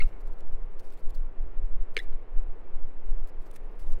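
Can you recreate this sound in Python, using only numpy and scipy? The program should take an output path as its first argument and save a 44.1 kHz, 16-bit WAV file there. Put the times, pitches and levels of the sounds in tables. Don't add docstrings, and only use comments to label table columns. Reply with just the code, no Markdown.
import sys
import numpy as np
from scipy import signal
from scipy.fft import rfft, irfft, next_fast_len
from scipy.io import wavfile
from scipy.ndimage import uniform_filter1d, map_coordinates

SR = 44100
rng = np.random.default_rng(int(sys.argv[2]) if len(sys.argv) > 2 else 0)


def store_pcm(level_fs):
    pcm = np.round(np.clip(level_fs, -1, 1) * 32767).astype(np.int16)
    wavfile.write(sys.argv[1], SR, np.atleast_2d(pcm).T)


N = 176400
LEAD_S = .05

# (frequency [Hz], level [dB])
RASP = [(900, -29), (1600, -11.5), (2300, 2.5), (4200, 3), (5600, -22), (9000, -15), (15500, -28)]
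# (frequency [Hz], level [dB])
CRUST = [(700, -13.5), (1500, 2), (2800, -1), (4600, 0.5), (6000, -3), (10000, -3), (15500, -6)]


def pop():
    # (time [s], ring [dB], tilt [dB/octave], click [dB], throat note [dB], ring pitch [ratio])
    snaps = [(-.032, -16.5, -2, -33, -58, 1), (1.9671, -20.5, 5, -12.5, -29.5, 1.02),
             (1.9758, -22, 2.5, -33, -50, .985)]
    # (frequency [Hz], level [dB], t60 [s])
    modes = [(1300, -10.5, .008), (1820, -2, .012), (2200, 5.5, .012), (2700, -4.5, .012),
             (3530, -17, .008), (4000, -9.5, .012), (4900, -17, .0098), (6150, -18.5, .009),
             (7450, -28.5, .011), (8850, -27.5, .007), (10400, -33, .006)]
    # (frequency [Hz], width [Hz])
    hollows = [(1000, 150), (5650, 400), (6850, 200)]
    pivot_hz, attack_s, crack_db, crack_t60_s = 2120, .00034, -17, .0063
    click_hz, click_lag_s, click_width_s = 2600, .0006, .00014
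    throat_hz, throat_lag_s, throat_length_s = 440, .0045, .007
    bill, throat = np.zeros(N), np.zeros(N)
    for s, ring_db, tilt_db, click_db, throat_db, pitch in snaps:
        since = np.arange(N) / SR - s - LEAD_S
        t, click_t = np.maximum(since, 0), since - click_lag_s
        ring = sum(amp(db + tilt_db * np.log2(hz / pivot_hz) - 60 * t / t60)
                   * np.sin(2 * np.pi * pitch * hz * t) for hz, db, t60 in modes)
        crack = amp(crack_db + tilt_db - 60 * t / crack_t60_s) * noise(RASP)
        click = np.exp(-np.abs(click_t) / click_width_s) * np.cos(2 * np.pi * click_hz * click_t)
        bill += amp(ring_db) * (ring + crack) * (1 - np.exp(-t / attack_s)) + amp(click_db) * click
        bloom = swell(s + LEAD_S + throat_lag_s, throat_length_s)
        throat += amp(throat_db) * bloom * np.sin(2 * np.pi * throat_hz * t)
    for hz, width in hollows:
        bill = signal.lfilter(*signal.iirnotch(hz, hz / width, fs=SR), bill)
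    low_cut = signal.butter(2, 1290, "high", fs=SR, output="sos")
    return signal.sosfilt(low_cut, bill) + throat


def squeaks():
    # (centre [s], length [s], pitch [Hz], glide [share of pitch/s], level [dB], overtones [dB])
    notes = [(.007, .0078, 2160, 5, -28, -7.5), (.015, .0093, 2170, -3, -41.5, -24),
             (.0219, .0058, 1353, -10, -41, 2.5), (1.9917, .0058, 1770, -7, -33.5, 5),
             (2.0018, .0078, 1960, -7, -35, -2.5)]
    # (frequency [Hz], gain [dB])
    formants = [(2600, 1.5), (3500, -6), (4100, -11), (5350, -18), (5900, -45), (7100, -29), (7800, -36),
                (8800, -22), (9900, -51)]
    jitter, rasp_db = .018, -23
    out, t = np.zeros(N), np.arange(N) / SR - LEAD_S
    for s, length, hz, glide, db, overtones_db in notes:
        pitch = hz * (1 + glide * np.clip(t - s, -length, length) + jitter * wobble(900))
        phase = 2 * np.pi * np.cumsum(pitch) / SR
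        overtones = sum(amp(along(formants, k * hz)) * np.sin(k * phase) for k in range(2, 6))
        voice = np.sin(phase) + amp(overtones_db) * overtones + amp(rasp_db) * noise(RASP)
        out += amp(db) * swell(s + LEAD_S, length, order=4) * voice
    return out


def feathers():
    # (centre [s], length [s], level [dB])
    flicks = [(1.948, .016, -67), (1.989, 0.032, -59), (2.031, .03, -65)]
    return sum(amp(db) * swell(s, length) for s, length, db in flicks) * noise(CRUST)


def steps():
    # (centre [s], length [s], level [dB])
    crunches = [(.06, .085, -68.5), (.211, .018, -66), (.277, .024, -68), (.334, .02, -70.5),
                (.386, .005, -67), (.399, .008, -70), (.408, .0055, -62), (.528, .014, -67.5),
                (.798, .013, -58.5), (.862, .085, -71.5), (.924, .009, -65), (.94, .02, -65),
                (.976, .01, -68), (.994, .03, -70), (1.096, .005, -63), (1.106, .009, -60.5),
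                (1.152, .012, -58.5), (1.179, .012, -67.5), (3.275, .01, -63), (3.291, .02, -64.5),
                (3.424, .032, -71), (3.467, .03, -68), (3.513, .008, -55.5), (3.54, .02, -65),
                (3.563, .012, -52.5), (3.798, .012, -60.5), (3.82, .035, -67.5), (3.9, .11, -68),
                (3.931, .022, -66)]
    # (start [s], end [s], level [dB])
    walks = [(0, 0.64, -86), (0.777, 1.238, -81.5), (3.397, 4.04, -81)]
    t = np.arange(N) / SR
    pressure = sum(amp(db) * swell(s, length) for s, length, db in crunches)
    walking = sum(amp(db) * ((t > start) & (t < end)) for start, end, db in walks)
    crunch = pressure * grains(per_s=4500, spread_db=2)
    crackle = uniform_filter1d(walking, size=1500) * grains(per_s=1100, spread_db=5)
    return crunch + crackle


def grains(per_s, spread_db, colour_db=3):
    sizes = amp(spread_db * np.minimum(rng.exponential(size=N), 4))
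    breaks = (rng.random(N) < per_s / SR) * sizes * rng.choice([-1, 1], N)
    spectra = signal.stft(breaks, nperseg=256)[2]
    clumps = uniform_filter1d(rng.standard_normal(spectra.shape), size=5, axis=0)
    clumps = unit(uniform_filter1d(clumps, size=6, axis=1))
    return coloured(signal.istft(spectra * amp(colour_db * clumps), nperseg=256)[1][:N], CRUST)


def crust_ticks(t60_s=.007, ring_db=-3):
    # (time [s], level [dB], ring [Hz])
    ticks = [(.0915, -61, 5500), (.256, -66, 5000), (.584, -73, 9000), (.625, -72, 5500), (.658, -68, 9200),
             (.7195, -69, 12000), (.807, -61, 7000), (.851, -59, 7500), (.9045, -57, 6000),
             (1.055, -65, 5200), (1.1415, -63, 7000), (2.301, -72, 7500), (2.614, -74, 8000),
             (3.087, -72, 8500), (3.096, -73, 7000), (3.229, -70, 6500), (3.5515, -56, 6500),
             (3.9205, -57, 6500), (3.9885, -61, 10000)]
    out, t = np.zeros(N + SR), np.arange(SR // 50) / SR
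    cracks = noise(CRUST)
    for k, (s, db, hz) in enumerate(ticks):
        snap = cracks[k * len(t):][:len(t)] + amp(ring_db) * np.sin(2 * np.pi * hz * t)
        out[round(s * SR):][:len(t)] += amp(db - 60 * t / t60_s) * snap
    return out[:N]


def forest_echo(call):
    # (frequency [Hz], t60 [s])
    decay = [(300, .3), (2200, .7), (5000, .25), (12000, .1)]
    # (time [s], extra echo [dB])
    facing = [(0, 3), (1.5, 0)]
    scatter_db, scatter_t60_s = -15.5, .09
    tail_db, trunk_db, trunk_delay_s = -33, -40, .16
    hz, t, spectra = signal.stft(rng.standard_normal(SR // 2), SR, nperseg=256)
    tail = signal.istft(spectra * amp(-60 * t / along(decay, hz)[:, None]), SR, nperseg=256)[1]
    near = rng.standard_normal(len(tail)) * amp(-60 * np.arange(len(tail)) / SR / scatter_t60_s)
    far = amp(tail_db) * tail / np.linalg.norm(tail)
    far[round(trunk_delay_s * SR)] += amp(trunk_db)
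    scatter = signal.fftconvolve(call, amp(scatter_db) * near / np.linalg.norm(near))
    echo = signal.fftconvolve(call * amp(curve(facing)), far)
    return (scatter + echo)[:N]


def crown_hush(gain_db=1, waver_db=.33):
    # (frequency [Hz], level [dB])
    crowns = [(30, -2.5), (100, -4), (170, -3.5), (260, -3.5), (400, 1), (520, -2), (700, -6.5), (1000, -9),
              (1500, -15.5), (2400, -21), (3300, -30), (4500, -38.5), (6500, -45.5), (10000, -51),
              (15500, -60)]
    # (time [s], relative level [dB])
    drift = [(0.0, -55), (1.0, -56), (2.67, -55.5), (2.97, -56), (3.95, -54.5)]
    return amp(curve(drift) + gain_db + waver_db * wobble(17)) * noise(crowns)


def wind_buffet(breeze_db=-45, gain_db=15.5):
    # (centre [s], length [s], relative level [dB])
    gusts = [(0.039, 0.062, -26), (0.22, 0.23, -44), (0.468, 0.12, -38), (0.567, 0.19, -39.5),
             (1.16, 0.24, -37.5), (1.452, .12, -34), (1.611, 0.098, -29.5), (1.761, 0.16, -34.5),
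             (2.122, 0.15, -35), (2.419, 0.19, -34), (2.795, 0.11, -43), (3.15, 0.22, -38),
             (3.385, 0.098, -46.5), (3.897, 0.19, -32.5)]
    # (frequency [Hz], level [dB])
    rumble = [(2, -3), (6, 12.5), (10, 2.5), (20, 1), (28, -11), (40, -28), (60, -29.5), (100, -43),
              (200, -62.5), (600, -85), (2000, -120)]
    force = amp(breeze_db) + sum(amp(db) * swell(s, length, order=4) for s, length, db in gusts)
    return amp(gain_db) * force * noise(rumble)


def amp(db):
    return 10 ** (np.asarray(db) / 20)


def unit(x):
    return x / np.sqrt(np.mean(x ** 2) + 1e-20)


def along(points, hz):
    freqs, values = np.transpose(points)
    return np.interp(np.log(hz + 1), np.log(freqs + 1), values)


def curve(rows):
    return np.interp(np.arange(N) / SR, *np.transpose(rows))


def wobble(rate):
    return map_coordinates(rng.standard_normal(int(N * rate / SR) + 4), [np.arange(N) * rate / SR])


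def swell(centre, length, order=2):
    return np.exp(-np.abs(2 * (np.arange(N) / SR - centre) / length) ** order)


def filtered(x, response):
    size = next_fast_len(N + SR // 2)
    return irfft(rfft(x, size) * response(np.fft.rfftfreq(size, 1 / SR)), size)[:N]


def coloured(x, spectrum):
    return unit(filtered(x, lambda hz: amp(along(spectrum, hz))))


def noise(spectrum):
    return coloured(rng.standard_normal(N), spectrum)


def scene():
    call = pop() + squeaks()
    lead = round(LEAD_S * SR)
    bird = np.pad((call + forest_echo(call))[lead:], (0, lead))
    return (bird + feathers() + steps() + crust_ticks() + crown_hush() + wind_buffet())[None]


def record(dry):
    top_hz = 15850
    return np.array([filtered(x, lambda hz: hz < top_hz) for x in dry])


dry = scene()
out = record(dry)
store_pcm(out)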